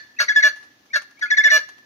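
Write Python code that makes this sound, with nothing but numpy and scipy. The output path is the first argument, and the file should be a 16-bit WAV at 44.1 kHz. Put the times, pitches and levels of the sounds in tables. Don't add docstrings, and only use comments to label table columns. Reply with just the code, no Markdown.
import sys
import numpy as np
from scipy import signal
from scipy.fft import rfft, irfft
from scipy.io import wavfile
from scipy.ndimage import uniform_filter1d

SR = 44100
rng = np.random.default_rng(int(sys.argv[2]) if len(sys.argv) > 2 else 0)


def boost_factor(decibels):
    exponent = np.asarray(decibels, float) / 20
    return 10 ** exponent


def master_out(mix):
    frames = np.transpose(np.atleast_2d(mix))
    ceiling = np.clip(frames, -1, 1)
    pcm = np.round(ceiling * 32767).astype(np.int16)
    wavfile.write(sys.argv[1], SR, pcm)


N = 81585
RUN_IN = SR // 4
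NOTE_LEAD_IN_S = 0.03


def rms_one(x):
    return x / np.sqrt(np.mean(np.abs(x) ** 2) + 1e-20)


def at_hz(points, hz, column=1):
    points = np.array(points)
    return np.interp(np.log(hz + 1), np.log(points[:, 0]), points[:, column])


def coloured(x, gain):
    size = x.shape[-1]
    return irfft(rfft(x) * gain(np.arange(size // 2 + 1) * SR / size), size)


def drift(rate_hz, size):
    r = np.exp(-2 * np.pi * rate_hz / SR)
    wander = signal.lfilter([1], [1, -2 * r, r * r], rng.standard_normal(size + 2000))
    return rms_one(wander[2000:])


def add(track, s, sound):
    i = int(s * SR) + RUN_IN
    track[i:i + len(sound)] += sound[:len(track) - i]


def glide(t, start, length, from_hz, to_hz, overtones_db, bend=1., swell=1.):
    u = np.clip((t - start) / length, 0, 1)
    phase = 2 * np.pi * np.cumsum(from_hz + (to_hz - from_hz) * u ** bend) / SR
    shape = np.sin(np.pi * u ** swell)
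    second, third = boost_factor(overtones_db)
    return shape * (np.sin(phase) + second * np.sin(2 * phase) + third * np.sin(3 * phase)), shape


PARTIALS = [(1, 0), (2, 0), (3, 0), (4, 0), (2, -1), (-1, 1), (4, -2), (3, -1), (0, 1), (-3, 3), (-1, 2),
            (4, -1), (1, 1), (0, 2), (-3, 4), (2, 1), (-1, 3), (1, 2), (5, -1)]
PARTIAL_DB = [-2, -18.5, -27, -36, -21, -28, -21, -19.5, -18.5, -34.5, -25.5, -20, -25, -20.5, -47, -30,
              -41, -53, -32]


def membranes(phase, other, shape, second_db, flutter):
    tone = 0
    for (a, b), db in zip(PARTIALS, PARTIAL_DB):
        level_db = db + abs(b) * second_db
        if b == 0 and a > 1:
            level_db = level_db - 6 * boost_factor(second_db)
        partial = boost_factor(level_db) * np.exp(1j * (a * phase + b * other + a * b))
        if b == 0:
            partial = partial * shape ** (0.5 * (a - 1)) * (1 + flutter / a)
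        tone = tone + partial
    return tone.real


FLICK_PARTIALS_DB = [-30, -34]
ATTACK_S, RELEASE_S, DROOP_CURVE = 0.0045, 0.008, 1.68
SAG_HZ, WOBBLE_HZ, SHIMMER = 22.2, 6.35, 0.057
END_SAG_HZ, END_BEND_HZ = 50, 55.6
SECOND_RATIO, SECOND_RISE_S, SECOND_START_DB = 1.6405, 0.014, -12
FLUTTER_HZ, FLUTTER_UPPER_DB, THROB_DB = 248.24, -31, -30.5
LEAD_RASP_DB, SNAP_SHARPNESS = -18, 14.0


def note(lead_s, lead_to_hz, length, hz, droop_db, second_db, flutter_db, rasp_db, lead_db, flick_db):
    t = np.arange(SR // 6) / SR - NOTE_LEAD_IN_S
    size = len(t)
    u = np.clip(t / length, 0, 1.5)
    end = np.clip((t - length) / RELEASE_S, 0, 2)
    attack = np.clip(t / ATTACK_S + 0.25, 0, 1)
    release = np.exp(-(np.maximum(t - length, 0) / RELEASE_S) ** 0.87)
    shape = attack * boost_factor(-droop_db * u ** DROOP_CURVE) * release

    unsteady = 1 + 7.8 * boost_factor(rasp_db) + 2.7 * end
    tone_hz = hz + SAG_HZ * (0.5 - u) - END_SAG_HZ * end + WOBBLE_HZ * unsteady * drift(150, size)
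    phase = 2 * np.pi * np.cumsum(tone_hz) / SR
    end_bend = 2 * np.pi * np.cumsum(END_BEND_HZ * end) / SR
    other = SECOND_RATIO * phase + end_bend + 0.13 * unsteady * drift(50, size)
    second = np.minimum(second_db + SECOND_START_DB * np.exp(-np.maximum(t, 0) / SECOND_RISE_S), 3)

    beat = np.exp(2j * np.pi * np.cumsum(FLUTTER_HZ * (1 + 0.06 * drift(60, size))) / SR)
    sidebands = 1 / beat + boost_factor(FLUTTER_UPPER_DB) * (beat + beat ** -2)
    flutter = boost_factor(flutter_db) * (0.5 + 0.91 * u ** 2) * sidebands
    tone = membranes(phase, other, shape, second, flutter)
    lead, lead_shape = glide(t, 0.004 - lead_s, lead_s, 2040, lead_to_hz, [-19.5, -22.5],
                             bend=0.32, swell=1.53)
    flick, _ = glide(t, length - 0.002, 0.016, 1960, 2230, FLICK_PARTIALS_DB, bend=0.9, swell=0.9)

    voiced = shape * tone * (1 + SHIMMER * unsteady * drift(130, size))
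    voiced = voiced + boost_factor(lead_db) * lead * (1 + 0.5 * beat.real) + boost_factor(flick_db) * flick
    voiced = voiced + shape * u * boost_factor(flutter_db + THROB_DB) * (0.5 * beat + beat ** 2).real
    snaps = shape * np.exp(SNAP_SHARPNESS * (np.cos(phase) - 1) + 1.71 * boost_factor(second / 2) * np.cos(other))
    rasp = boost_factor(rasp_db) * shape * (1 + 0.5 * beat.imag + 4.5 * end)
    rasp = rasp + boost_factor(lead_db + LEAD_RASP_DB) * lead_shape
    return voiced, snaps, rasp


# [t/s, length/s, level/dB, from f/Hz, to f/Hz]
IN_BREATHS = [
    (0.165, 0.023, -50, 2448, 2782),
    (0.901, 0.031, -50, 2105, 2503),
    (1.17, 0.035, -54, 2143, 2440),
    (1.279, 0.018, -46, 2300, 2590),
]


def whistle_in(voiced):
    t = np.arange(SR // 20) / SR
    for s, length, db, from_hz, to_hz in IN_BREATHS:
        whistle, _ = glide(t, 0, length, from_hz, to_hz, [-30, -45], bend=0.9, swell=0.7)
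        add(voiced, s, boost_factor(db) * whistle)


# [f/Hz, width/Hz, level/dB]
THROAT_MODES = [(625, 210, -15), (1836, 970, -4.5), (2594, 1400, -13.5), (3786, 340, -8), (4417, 360, 7.5),
                (5790, 1400, -13.5), (6110, 540, -4.5), (11280, 500, -17), (14000, 9000, -28)]


def throat(f):
    power = sum(boost_factor(db) ** 2 / (1 + (2 * (f - hz) / width) ** 4) for hz, width, db in THROAT_MODES)
    return np.sqrt(power)


def beak(f):
    return boost_factor(4 + 8 / (1 + (2 * (f - 5765) / 240) ** 2))


# [tone t/s, length/s, level/dB, f/Hz, droop over tone/dB]
CALLS = [(-.2, .05, -20.5, 1750, 2.5), (-.13, 0.063, -16.5, 1765, -3), (0.199, .04, -15.5, 1667, 14.5),
         (0.293, 0.026, -14.5, 1692, 7), (.36, 0.041, -9.5, 1713, 7), (0.435, 0.041, -10.5, 1725, 3.5),
         (0.955, 0.027, -13.5, 1675, 16.5), (1.223, 0.034, -19.5, 1709, 9.5),
         (1.314, 0.025, -12.5, 1723, 5.5), (1.38, 0.027, -9, 1746, 5), (1.447, 0.03, -9.5, 1749, 1),
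         (1.511, 0.056, -11.5, 1748, -0.5)]
# [second membrane/dB, flutter/dB, rasp/dB, lead-in/dB, flick/dB]
CALL_VOICES = [(-20.5, -42.5, -42.5, -9, -28), (-6, -44.5, -23.5, -1, -40), (4, -5, -9, -5, -18.5),
               (-20.5, -23, -27, -4, -16), (-15, -50, -31, -20, -17), (-2.5, -19, -24.5, -6, -48.5),
               (2.5, -7.5, -16, -6, -25), (-32, -2, -24.5, -12, -12), (-23, -52.5, -36, -6.5, -11.5),
               (-18.5, -63, -43.5, -8.5, -12), (-10, -33.5, -47.5, -6.5, -9.5), (-0.5, -37, -26.5, -5, -20)]
# [f/Hz, level/dB]
SNAP_SPECTRUM = [(5000, -74.5), (7200, -11), (9800, -36), (11000, -0.5), (12500, -5), (15000, -2),
                 (16000, -5)]
LEAD_S, LEAD_TO_HZ = 0.018, 1916
LONG_LEAD_S, LONG_LEAD_TO_HZ = 0.03, 1740
RASP_GAIN, SNAP_DB, BODY_CUT_HZ = 4.5, -9, 150


def caller():
    size = N + RUN_IN
    voiced, snaps, rasp = np.zeros((3, size))
    for k, ((s, length, db, hz, droop_db), voice) in enumerate(zip(CALLS, CALL_VOICES)):
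        lead = (LONG_LEAD_S, LONG_LEAD_TO_HZ) if k == 6 else (LEAD_S, LEAD_TO_HZ)
        parts = note(*lead, length, hz, droop_db, *voice)
        for track, part in zip((voiced, snaps, rasp), parts):
            add(track, s - NOTE_LEAD_IN_S, boost_factor(db) * part)
    whistle_in(voiced)
    air = RASP_GAIN * coloured(rasp * rng.standard_normal(size), throat)
    snaps = snaps * boost_factor(1.5 * drift(40, size))
    snaps = coloured(snaps, lambda f: boost_factor(at_hz(SNAP_SPECTRUM, f)) * (f > 4000))
    bird = coloured(voiced, beak) + air + boost_factor(SNAP_DB) * snaps
    return signal.sosfilt(signal.butter(4, BODY_CUT_HZ, "high", fs=SR, output="sos"), bird)


# [f/Hz, left lead/rad, left minus right/dB]
PORT_RESPONSE = [(600, -.95, -1.5), (1250, -1.6, -2), (1730, -1.95, 0), (1930, -1.15, 3), (2360, 1.7, -2.5),
                 (2900, .25, -3), (5200, 1.0, 1.5), (7500, -1.5, -.5)]
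PORT_LAG_S = 0.000317


def at_ports(bird):
    def port(f, side):
        level = boost_factor(side * at_hz(PORT_RESPONSE, f, column=2) / 2 + 1.5)
        lead_rad = at_hz(PORT_RESPONSE, f) + 2 * np.pi * f * PORT_LAG_S
        return level * np.exp(side * 0.5j * lead_rad)
    return np.array([coloured(bird, lambda f: port(f, side)) for side in (1, -1)])


NEAR_DB, NEAR_T60_S, FAR_DB, FAR_T60_S = -9, 0.16, -22, 0.73
FIRST_ECHO_S, YARD_BAND_HZ = 0.004, [400, 10000]


def yard(x):
    t = np.arange(SR) / SR
    near = boost_factor(NEAR_DB) * boost_factor(-60 * t / NEAR_T60_S) / np.sqrt(NEAR_T60_S)
    far = boost_factor(FAR_DB) * boost_factor(-60 * t / FAR_T60_S) / np.sqrt(FAR_T60_S)
    onset = np.clip(t / FIRST_ECHO_S - 0.5, 0, 1)
    echoes = rng.standard_normal((2, SR)) * onset * (near + far) * np.sqrt(6 * np.log(10) / SR)
    echoes = signal.sosfilt(signal.butter(1, YARD_BAND_HZ, "band", fs=SR, output="sos"), echoes)
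    return signal.fftconvolve(x[None], echoes, axes=1)[:, :len(x)]


# [t/s, level/dB, scatter length/s]
SEED_PECKS = [
    (.555, -52.5, 0.039),
    (0.626, -57.5, 0.032),
    (0.855, -61, 0.017),
    (1.016, -43, 0.012),
    (1.107, -53, 0.0084),
    (1.191, -48, 0.011),
    (1.686, -45, 0.013),
    (1.78, -55.5, 0.0097),
]
# [f/Hz, level per Hz/dB]
SEED_SPECTRUM = [(300, -12.5), (1000, 2), (3000, -3.5), (6500, -4.5), (7500, -21), (11000, -12.5),
                 (16000, -40)]


def pecks():
    shape, t = np.zeros(N + RUN_IN), np.arange(SR // 10) / SR
    for s, db, length in SEED_PECKS:
        add(shape, s, boost_factor(db) * np.exp(-t / length) * np.minimum(t / 0.0036, 1))
    hits = 1. * (rng.random(len(shape)) < 500 / SR)
    density = 0.87 + 0.55 * uniform_filter1d(hits, size=20) * 20
    grains = rng.standard_normal((2, len(shape))) * density
    return 4.0 * coloured(shape * grains, lambda f: boost_factor(at_hz(SEED_SPECTRUM, f)) * (f > 250))


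# [f/Hz, level per Hz/dB]
HUSH_SPECTRUM = [(30, -35.5), (90, -9), (180, -10.5), (280, -3), (450, -12.5), (6500, -18), (7600, -36),
                 (16000, -27.5)]
# [f/Hz, correlation]
SIDE_LIKENESS = [(60, .93), (290, .9), (640, .5), (1400, -.3), (3100, 0), (16000, 0)]
HUSH_DB = -59


def hush():
    def part(x, sign):
        def gain(f):
            likeness = np.clip(at_hz(SIDE_LIKENESS, f), -1, 1)
            return boost_factor(at_hz(HUSH_SPECTRUM, f)) * np.sqrt(1 + sign * likeness)
        return coloured(x, gain)
    mid, side = rng.standard_normal((2, N))
    both = part(mid, 0.39) + part(side, -1) * [[1], [-1]]
    return boost_factor(HUSH_DB + 0.5 * drift(24, N)) * rms_one(both)


def scene():
    bird = caller()
    return (at_ports(bird) + yard(bird) + pecks())[:, RUN_IN:] + hush()


def band_limit(x):
    return signal.sosfilt(signal.butter(12, 16470, fs=SR, output="sos"), x)


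def record(dry):
    top_cut = signal.cheby2(10, 60, 16800, fs=SR, output="sos")
    return band_limit(signal.sosfilt(top_cut, dry))


dry = scene()
out = record(dry)
master_out(out)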